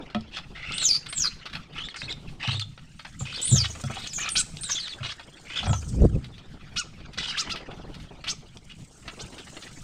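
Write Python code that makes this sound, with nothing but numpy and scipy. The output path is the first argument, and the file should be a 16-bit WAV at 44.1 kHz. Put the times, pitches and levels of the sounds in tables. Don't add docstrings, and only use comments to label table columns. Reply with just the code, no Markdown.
import sys
import numpy as np
from scipy import signal
from scipy.fft import rfft, irfft, next_fast_len
from scipy.io import wavfile
from scipy.ndimage import uniform_filter1d

SR = 44100
rng = np.random.default_rng(int(sys.argv[2]) if len(sys.argv) > 2 else 0)


def dump(signal):
    limited = np.clip(np.atleast_2d(signal).T, -1, 1)
    pcm = np.round(limited * 32767).astype(np.int16)
    wavfile.write(sys.argv[1], SR, pcm)


N = 433503
TIME = np.arange(N) / SR
CALL_TIME = TIME[:SR // 3]


def gain_of(db):
    return 10 ** (np.asarray(db) / 20)


def evened(x):
    return x / np.sqrt(np.mean(x ** 2) + 1e-20)


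def peaked(x):
    return x / abs(x).max()


def add(mix, s, sound):
    part = mix[max(round(s * SR), 0):][:len(sound)]
    part += sound[:len(part)]


def colour(x, points):
    hz, db = np.transpose(points)
    padded = next_fast_len(len(x))
    f = np.fft.rfftfreq(padded, 1 / SR)
    gain = gain_of(np.interp(np.log(f + 1), np.log(hz), db))
    return irfft(rfft(x, padded) * gain, padded)[:len(x)]


def wander(size, hz):
    padded = next_fast_len(size + SR // 8)
    f = np.fft.rfftfreq(padded, 1 / SR)
    lowpass = np.exp(-.5 * (f / hz) ** 2)
    return evened(irfft(rfft(rng.standard_normal(padded)) * lowpass, padded))[:size]


def hump(size, hz, octaves):
    f = np.fft.rfftfreq(size, 1 / SR) + 1
    band = 1 / (1 + (np.log2(f / hz) / octaves) ** 2) ** 2.35
    return evened(irfft(rfft(rng.standard_normal(size)) * band, size))


def phase_of(hz):
    return 2 * np.pi * np.cumsum(hz) / SR


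def envelope(t, length, attack, release):
    return (1 - np.exp(-t / attack)) * np.exp(-np.maximum(t - length, 0) / release)


def played(sounds):
    mix = np.zeros(N)
    for s, sound in sounds:
        add(mix, s, sound)
    return mix


def near_fence(sounds):
    mix = np.zeros(N)
    for s, sound in sounds:
        add(mix, s, sound)
        add(mix, s + rng.uniform(.001, .0035), .45 * sound)
    return mix


def bed(spectrum, s, db, flutter_db, flutter_hz, patchy_db):
    noise = colour(rng.standard_normal(next_fast_len(N)), spectrum)
    z = signal.stft(noise, nperseg=512)[2]
    patches = uniform_filter1d(rng.standard_normal(z.shape), size=5, axis=0)
    patches = evened(uniform_filter1d(patches, size=5, axis=1))
    noise = signal.istft(z * gain_of(patchy_db * patches), nperseg=512)[1][:N]
    fluttering = evened(noise * gain_of(flutter_db * wander(N, flutter_hz)))
    return gain_of(np.interp(TIME, s, db)) * fluttering


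def background():
    # (time [s], low wing swish level [dB], feather rustle level [dB]), before trims
    stir = [(0.0, -47, -49), (0.57, -60, -52), (0.79, -51.5, -50), (1.26, -64, -43), (2.43, -52.5, -57),
            (3.04, -77, -57), (3.42, -55.5, -47.5), (6.32, -57, -51), (7.12, -57.5, -49),
            (7.39, -52.5, -32.5), (7.64, -46, -46), (8.76, -63.5, -59), (9.33, -51.5, -47),
            (9.83, -56, -48)]
    # (frequency [Hz], level [dB])
    swish_spectrum = [(100, -8.5), (300, -4), (600, -9), (950, -8), (1500, -22), (6000, -54)]
    rustle_spectrum = [(400, -27), (1000, -4), (1350, 3), (1800, 3), (3000, 1.5), (5000, -4), (7000, -15.5),
                       (14000, -49)]
    hiss_spectrum = [(2000, -29), (4500, 1.5), (6500, 7), (8500, 8.5), (10000, -4.5), (15000, -5)]
    garden_spectrum = [(20, 0.5), (45, -1), (90, -3), (150, 5), (200, -0.5), (300, -10.5), (500, -52),
                       (1000, -35.5), (3000, -19), (15000, -31)]
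    # (time [s], level [dB])
    hiss_level = [(0, -90), (2.8, -62.5), (3.6, -41), (4.6, -47.5), (5.3, -55), (5.9, -42), (6.5, -73),
                  (8.1, -67.5), (9.2, -46), (9.83, -47)]
    air_level = [(0, -51), (1.2, -51.5), (2.3, -47), (2.9, -51.5), (4.2, -50), (5.4, -59.5), (6.6, -48),
                 (7.4, -50.5), (8.7, -51), (9.83, -58)]
    s, swish_db, rustle_db = np.transpose(stir)
    swish = gain_of(2.5) * bed(swish_spectrum, s, swish_db, flutter_db=5, flutter_hz=24.8, patchy_db=1)
    rustle = gain_of(-2) * bed(rustle_spectrum, s, rustle_db, flutter_db=3, flutter_hz=30, patchy_db=6)
    hiss = bed(hiss_spectrum, *np.transpose(hiss_level), flutter_db=3, flutter_hz=45, patchy_db=3.5)
    air = bed(garden_spectrum, *np.transpose(air_level), flutter_db=5, flutter_hz=7, patchy_db=1.5)
    return swish + rustle + hiss + air


def flap(s, db, hz):
    t = TIME[:6000]
    swell = (1 - np.exp(-t / .0012)) * np.exp(-t / .014)
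    grain = gain_of(3 * wander(len(t), 110))
    return s, gain_of(db) * peaked(hump(len(t), hz, 2.5) * swell * grain)


def wing_strokes():
    # (time [s], level before colour and trim [dB], centre of the noise [Hz])
    strokes = [(0.1002, -32, 2320), (0.146, -28, 2270), (0.3676, -18.5, 2320), (1.06, -20, 3580),
               (1.1247, -18.5, 3450), (1.4555, -24.5, 2600), (1.4955, -33, 3400), (1.5297, -23.5, 2930),
               (1.5511, -20, 2100), (1.5754, -45, 2300), (1.942, -25.5, 1920), (2.2815, -37, 2670),
               (2.776, -33, 1730), (2.9912, -26, 2780), (3.0477, -27.5, 1660), (3.2, -30, 6660),
               (3.7505, -29, 1290), (3.7957, -33.5, 1300), (4.1282, -19, 7040), (5.195, -28, 1490),
               (5.7293, -24.5, 1210), (6.2428, -27.5, 3430), (6.3794, -29.5, 3640), (7.132, -28.5, 4380),
               (7.5568, -20.5, 2760), (7.604, -34.5, 685), (7.71, -31, 1090), (7.836, -48, 694),
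               (7.941, -27, 4000), (7.9982, -34, 2600), (8.2396, -23.5, 2800), (9.0785, -23.5, 1920),
               (9.381, -24.5, 3780), (9.4694, -34.5, 2140), (9.5657, -30.5, 2100), (9.622, -24, 3930),
               (9.675, -31.5, 3450)]
    # (frequency [Hz], level [dB])
    feathers = [(4500, 1.5), (7000, -14), (11000, -10.5)]
    return gain_of(0.5) * colour(near_fence(flap(*row) for row in strokes), feathers)


def snap(s, db, hz):
    t = TIME[:1024]
    click = hump(len(t), hz, 1.15) * np.exp(-t / .002) * (1 - np.exp(-t / .0002))
    return s, gain_of(db) * peaked(click)


def beak_snaps():
    # (time [s], level before trim [dB], centre of the noise [Hz])
    pecks = [(0.147, -14, 2560), (0.2083, -29, 4380), (0.721, -15, 3500), (0.7812, -8.5, 4100),
             (0.833, -13, 6450), (0.889, -11, 4860), (1.179, -15, 4400), (1.8863, -19, 2240),
             (1.96, -22, 2100), (2.0177, -15, 2160), (2.1252, -16.5, 3500), (2.475, -12.5, 3360),
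             (2.596, -14.5, 3600), (3.4157, -14.5, 7600), (3.839, -19.5, 5600), (4.0729, -17, 4100),
             (4.191, -21, 6600), (4.2897, -10, 5100), (4.5696, -20, 3800), (4.6344, -15, 3960),
             (4.8802, -18.5, 2670), (4.9355, -24, 2440), (5.6653, -21, 3040), (5.7313, -17.5, 3150),
             (8.571, -26.5, 4000)]
    return gain_of(-1.5) * near_fence(snap(*row) for row in pecks)


def ring(modes, t):
    tones = []
    for hz, db, t60 in modes:
        tone = np.sin(2 * np.pi * hz * rng.uniform(1.0, 1.02) * t)
        tones.append(gain_of(db - 60 * t / t60) * tone * rng.choice([-1, 1]))
    return np.array(tones)


def bump(s, db, hz, clatter_db):
    # (lowest tuning [Hz], relative level [dB], 60 dB decay [s])
    boards = [(73.8, -2.5, 0.7), (101.4, 2, 0.34), (130.7, 1.5, 0.22), (169, -7, 0.1), (200, 3.5, 0.095),
              (219.6, 1, 0.19), (321, -2.5, 0.059), (375, -11.5, 0.21)]
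    feeder = [(480, -14.5, 0.12), (587, -3.5, 0.055), (694, -5.5, 0.055), (723, -9, 0.074),
              (1086, -20.5, 0.094), (1306, 1.5, 0.07), (1440, -38, 0.083), (2460, 11, 0.031),
              (3310, 19, 0.086)]
    t = TIME[:SR // 2]
    weights = 1 / (1 + (np.log2(np.array(boards)[:, 0] / hz) / 0.36) ** 2)
    boom = weights @ ring(boards, t) * (1 - np.exp(-t / 0.0072))
    contacts = hump(len(t), 864, 1.18) * np.exp(-t / 0.013)
    ringing = signal.fftconvolve(contacts, ring(feeder, t).sum(0))[:len(t)]
    clatter = gain_of(4) * peaked(ringing) + gain_of(6) * peaked(contacts)
    return s, gain_of(db) * (peaked(boom) + gain_of(clatter_db) * clatter)


def feeder_bumps():
    # (time [s], boom level before trim [dB], boom centre [Hz], clatter setting against the boom [dB])
    knocks = [(0.147, -20.5, 254, -4), (2.03, -35.5, 136.4, -29), (2.475, -21.5, 138, -26),
              (2.535, -27.5, 110, -19), (2.574, -36, 106, -21), (3.207, -27, 151, -11),
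              (3.516, -12, 148, -18.5), (3.554, -21.5, 99, -12), (3.599, -28.5, 100, -10),
              (3.838, -24.5, 149, -7), (3.899, -35, 202, 2.5), (3.968, -44.5, 135, 10.5),
              (5.004, -28.5, 135, -13), (5.63, -34, 204, 5.5), (5.669, -26, 72, 0), (5.693, -16, 116, -9),
              (5.73, -23, 120, -2.5)]
    return gain_of(-2.5) * played(bump(*row) for row in knocks)


def chatter_voice(hz, rough):
    n, rough = len(hz), np.clip(rough, 0, 1)
    shake = np.sin(phase_of(72 * (1 + 0.151 * wander(n, 30))))
    trill = .12 * np.minimum(4 * rough, 1.2 - rough) * shake
    lurch = rough * .09 * wander(n, 110) + np.sqrt(rough) * .1 * wander(n, 1000)
    p = phase_of(hz * (1 + trill + lurch))
    tone = evened(np.sin(p) + gain_of(-13) * np.sin(2 * p) + gain_of(-20) * np.sin(3 * p))
    partner_ratio, partner_db = 1.42, -8
    q = phase_of(hz * partner_ratio * (1 + .09 * wander(n, 90) + .04 * wander(n, 700)))
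    pair = evened((np.sin(q) + 0.84 * np.sin(q - p)) * gain_of(7.5 * wander(n, 60)))
    second = gain_of(partner_db) * np.sqrt(2 * rough) * pair
    hiss = .6 * np.sqrt(rough) * hump(n, (hz[0] + hz[-1]) / 2, 1.3)
    throb = gain_of(.7 * shake + 1.5 * wander(n, 160))
    return evened((tone * (1 - .5 * rough) + second + hiss) * throb)


def rasp(s, length, opening_hz, final_hz, opening_db, final_db, final_rough):
    opening_rough, settle_power = 0.896, 2.4
    warble, warble_hz, stutter_db = 0.082, 31.44, 2
    n = len(CALL_TIME)
    unsettled = np.maximum(1 - CALL_TIME / length, 0) ** settle_power
    hz = final_hz + (opening_hz - final_hz) * unsettled
    hz = hz * np.exp(warble * wander(n, warble_hz))
    db = final_db + (opening_db - final_db) * unsettled + stutter_db * wander(n, warble_hz)
    rough = final_rough + (opening_rough - final_rough) * unsettled
    level = gain_of(db) * envelope(CALL_TIME, length, attack=0.0035, release=0.011)
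    return s, level * chatter_voice(hz, rough)


def squeak(s, length, opening_hz, final_hz, db):
    arch, rough = 0.0673, .11
    t = TIME[:SR // 10]
    done = np.minimum(t / length, 1)
    hz = (opening_hz + (final_hz - opening_hz) * done) * (1 + arch * np.sin(np.pi * done))
    return s, gain_of(db) * envelope(t, length, attack=.003, release=0.0085) * chatter_voice(hz, rough)


def chatter():
    # (time [s], length before the dying end [s], opening pitch [Hz], final pitch [Hz],
    # opening level [dB], final level [dB], final roughness [0-1, clipped]), levels before colour and trim
    rasp_calls = [(0.309, 0.073, 2584, 3300, -51, -31.5, 0.7), (0.548, 0.28, 1458, 3000, -41, -32.5, 0.24),
                  (1.238, 0.027, 1395, 1343, -31, -36, 0.33), (1.741, 0.052, 1783, 2470, -47, -32.5, 0.62),
                  (1.961, 0.052, 5330, 5010, -31, -36, 0.3), (2.396, 0.14, 1804, 3000, -36.5, -30, 0.42),
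                  (3.251, 0.21, 2405, 3682, -35.5, -36.5, 0.29),
                  (3.471, 0.076, 3900, 4120, -26.5, -32.5, 0.1),
                  (3.626, 0.034, 3220, 3520, -30, -28.5, 0.96), (3.904, 0.17, 1710, 3865, -38, -37, 0.55),
                  (4.179, 0.12, 1516, 2900, -36.5, -33, 0.57), (4.688, 0.067, 3580, 3660, -29, -34, 1.02),
                  (5.028, 0.044, 3020, 3174, -33, -31, 0.88), (5.085, 0.0342, 3435, 3770, -30, -31, 0.85),
                  (5.446, 0.095, 1800, 3030, -45, -45, 0), (5.495, 0.14, 2214, 3100, -37, -32, 0.5),
                  (5.629, 0.029, 3940, 4300, -44, -35, 0.93), (7.174, 0.087, 3293, 3710, -28, -28.5, 0.77),
                  (7.268, 0.037, 4270, 4560, -38, -29, 0.22), (7.321, 0.05, 2310, 3100, -34, -37, 0.47),
                  (8.265, 0.03, 1983, 3200, -32, -36, 0.68), (8.692, 0.028, 2360, 2840, -50, -42, 0.75)]
    # (time [s], length before the dying end [s], opening pitch [Hz], final pitch [Hz],
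    # level before colour and trim [dB]), pitches before the arch
    squeak_calls = [(0.798, 0.054, 3906, 3710, -24.5), (1.797, 0.025, 2900, 3130, -32),
                    (1.835, 0.031, 3210, 3630, -31.5), (1.885, 0.031, 4360, 3190, -39.5),
                    (2.024, 0.035, 3440, 4080, -34), (2.079, 0.017, 2440, 2110, -33),
                    (2.089, 0.032, 3210, 3750, -27.5), (2.273, 0.0091, 2410, 2560, -44),
                    (2.427, 0.02, 2480, 2666, -29), (2.504, 0.037, 3680, 4170, -28),
                    (2.542, 0.034, 3010, 3780, -29.5), (2.599, 0.024, 4470, 3380, -27),
                    (3.343, 0.024, 3840, 4400, -29.5), (3.381, 0.021, 3300, 3290, -31),
                    (3.559, 0.023, 3420, 3250, -25), (4.633, 0.0366, 3560, 3780, -33),
                    (4.748, 0.041, 3540, 3164, -26), (4.794, 0.0188, 4690, 4120, -26.5),
                    (4.822, 0.051, 4170, 3320, -31), (4.889, 0.044, 4430, 3420, -32.5),
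                    (5.555, 0.045, 3145, 3296, -24), (7.273, 0.037, 3020, 2820, -31)]
    # (frequency [Hz], level [dB])
    throat = [(600, -6), (1400, 1.5), (5200, -1.5), (6800, -5), (8500, -2), (11000, -16)]
    rasps = gain_of(0.5) * near_fence(rasp(*row) for row in rasp_calls)
    squeaks = gain_of(-1) * near_fence(squeak(*row) for row in squeak_calls)
    return colour(rasps + squeaks, throat)


def scream(s, length, climb, top_hz, lowest_hz, opening_db, full_db):
    t, n = CALL_TIME, len(CALL_TIME)
    climb_speed, sag_speed = 22000, 30500
    fall_from_top = np.maximum(climb_speed * (climb - t), sag_speed * (t - climb))
    hz = np.maximum(top_hz - fall_from_top, lowest_hz)
    break_hz, break_width_hz, jump_hz = 5620, 900, 397
    from_break = (hz - break_hz) / break_width_hz
    hz = hz + jump_hz * np.tanh(4 * from_break) * np.exp(-from_break ** 2)
    db = np.interp(t / length, [0.32, 0.53, 1], [opening_db, full_db, full_db - 2.5])
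    level = gain_of(db) * envelope(t, length, attack=.003, release=0.0095)
    tremble, jitter, stray = 0.035, 0.0295, .014
    shake = np.sin(phase_of(150 * (1 + 0.324 * wander(n, 65))))
    p = phase_of(hz * (1 + tremble * shake + jitter * wander(n, 360) + stray * wander(n, 34.8)))
    tone = np.sin(p) + gain_of(-21) * np.sin(2 * p) + gain_of(-28) * np.sin(3 * p)
    tone += gain_of(-23) * np.sin(p / 2)
    fuzz = gain_of(-13) * wander(n, 1180) * np.sin(p)
    return s, level * evened(tone * gain_of(2.8 * wander(n, 150)) + fuzz)


def starling_screams():
    # (time [s], length before the dying end [s], time to the top [s], top pitch [Hz],
    # lowest pitch [Hz], opening level [dB], full level [dB]), pitches before break and tremble
    calls = [(0.735, 0.23, 0.046, 8820, 4850, -33, -15.5), (1.085, 0.19, 0.036, 9020, 4450, -36, -19),
             (3.19, 0.036, 0.014, 7160, 7130, -31, -31), (3.42, 0.2, 0.056, 9010, 3830, -21.5, -17.5),
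             (3.696, 0.019, 0.0014, 6760, 5900, -43, -29.5),
             (4.07, 0.054, 0.0017, 6540, 5300, -33.5, -35.5),
             (4.131, 0.055, 0.011, 7170, 6160, -30.5, -24.5), (4.194, 0.04, 0.0058, 6950, 5370, -29, -25.5),
             (4.297, 0.089, 0.015, 9200, 8860, -27, -27.5), (4.608, 0.12, 0.026, 8930, 5770, -28.5, -34),
             (4.696, 0.035, 0.0016, 6420, 5810, -27, -17), (4.743, 0.035, 0.0044, 6900, 6130, -30, -33),
             (5.671, 0.12, 0.01, 8240, 5970, -34, -34.5)]
    return near_fence(scream(*row) for row in calls)


def gust(peak, db, rise, fall):
    t, n = TIME[:SR] - .5, SR
    force = gain_of(db) * np.exp(np.minimum(t / rise, -t / fall))
    eddies = gain_of(-3) * (force / gain_of(-13)) * hump(n, 372, 0.79)
    return peak + t[0], force * (.5 * hump(n, 58, 1.1) + .7 * hump(n, 130, 1.1) + eddies)


def overload(x):
    ceiling = .36
    return ceiling * np.tanh(x / ceiling)


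def wing_draughts():
    # (peak time [s], force before overload [dB], rise time [s], fall time [s])
    gusts = [(3.541, -22.5, 0.02, 0.02), (5.72, -27.5, 0.047, 0.018), (5.99, -24, 0.066, 0.12),
             (6.022, -15, 0.0054, 0.01), (6.054, -11, 0.029, 0.0078), (6.167, -21.5, 0.031, 0.018),
             (7.039, -45, 0.057, 0.081)]
    return overload(played(gust(*row) for row in gusts))


def chip(s, length, sweep_time, low_hz, low_db, high_hz, high_db):
    t = TIME[:SR // 8]
    n = len(t)
    arch_s, low_hold_s, droop_share, start_share = .07, .06, .3, .26
    droop = droop_share * (2 * np.minimum(t / arch_s, 1) - 1) ** 2
    low = phase_of(low_hz * (1 - droop) * (1 + 0.0058 * wander(n, 330)))
    climb = np.interp(t, [0, sweep_time], [start_share, 1])
    high = phase_of(high_hz * climb * (1 + .035 * wander(n, 450)))
    harmonics_db = [0, 2, -5, -5]
    arch = sum(gain_of(db) * np.sin((k + 1) * low) for k, db in enumerate(harmonics_db))
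    sweep = np.sin(high) + gain_of(-8) * np.sin(high + low) + gain_of(-9) * np.sin(high - low)
    sweep *= 1 + .55 * wander(n, 120) * np.sin(low / 2)
    sweep += gain_of(-10) * hump(n, 4500, 1.3)
    attack, release, fade_db_per_s = 0.012, 0.0041, -61
    low_level = gain_of(low_db) * envelope(t, low_hold_s, attack, release)
    high_level = gain_of(high_db + fade_db_per_s * t) * envelope(t, length, attack, release)
    return s, np.sqrt(2) * (low_level * arch + high_level * sweep)


def alarm_chips():
    # (time [s], high voice length before the dying end [s], sweep time [s], top of the low arch [Hz],
    # low voice level [dB], top of the high voice [Hz], high voice level [dB]), levels before fade and trim
    calls = [(4.352, 0.061, 0.042, 1512, -38.5, 7730, -16), (6.758, 0.042, 0.049, 1456, -37.5, 7650, -23.5),
             (7.369, 0.043, 0.053, 1360, -41, 7600, -20.5), (7.491, 0.037, 0.057, 1360, -43.5, 6840, -26.5),
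             (8.27, 0.047, 0.039, 1371, -47, 6400, -23.5), (9.189, 0.035, 0.041, 1555, -53, 7940, -34.5)]
    return gain_of(0.5) * near_fence(chip(*row) for row in calls)


def yard(x):
    early_db, tail_db, t60 = -11, -17, 0.36
    t = TIME[:SR // 2]
    early = np.zeros(len(t))
    early[rng.integers(SR // 600, SR // 55, size=8)] = rng.choice([-1, 1], size=8) / np.sqrt(8)
    tail = rng.standard_normal(len(t)) * gain_of(-60 * t / t60) * (t > .008)
    echoes = gain_of(early_db) * early + gain_of(tail_db) * tail / np.linalg.norm(tail)
    return x + signal.fftconvolve(x, echoes)[:N]


def scene():
    birds = wing_strokes() + beak_snaps() + chatter() + starling_screams() + alarm_chips()
    return (yard(birds) + feeder_bumps() + wing_draughts() + background())[None]


def record(dry):
    # (frequency [Hz], level [dB])
    microphone = [(20, 9.5), (750, -1), (980, -5.5), (1300, -0.5), (1750, -4.5), (2900, -3), (8700, -7.5),
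                  (9500, -9), (10500, -13.5), (11800, -19.5), (13500, -15.5), (15000, -18), (16000, -27)]
    heard = colour(dry[0], microphone)
    band_limit = signal.firwin(511, 15750, window=("kaiser", 9), fs=SR)
    return signal.oaconvolve(heard, band_limit, "same")[None]


dry = scene()
out = record(dry)
dump(out)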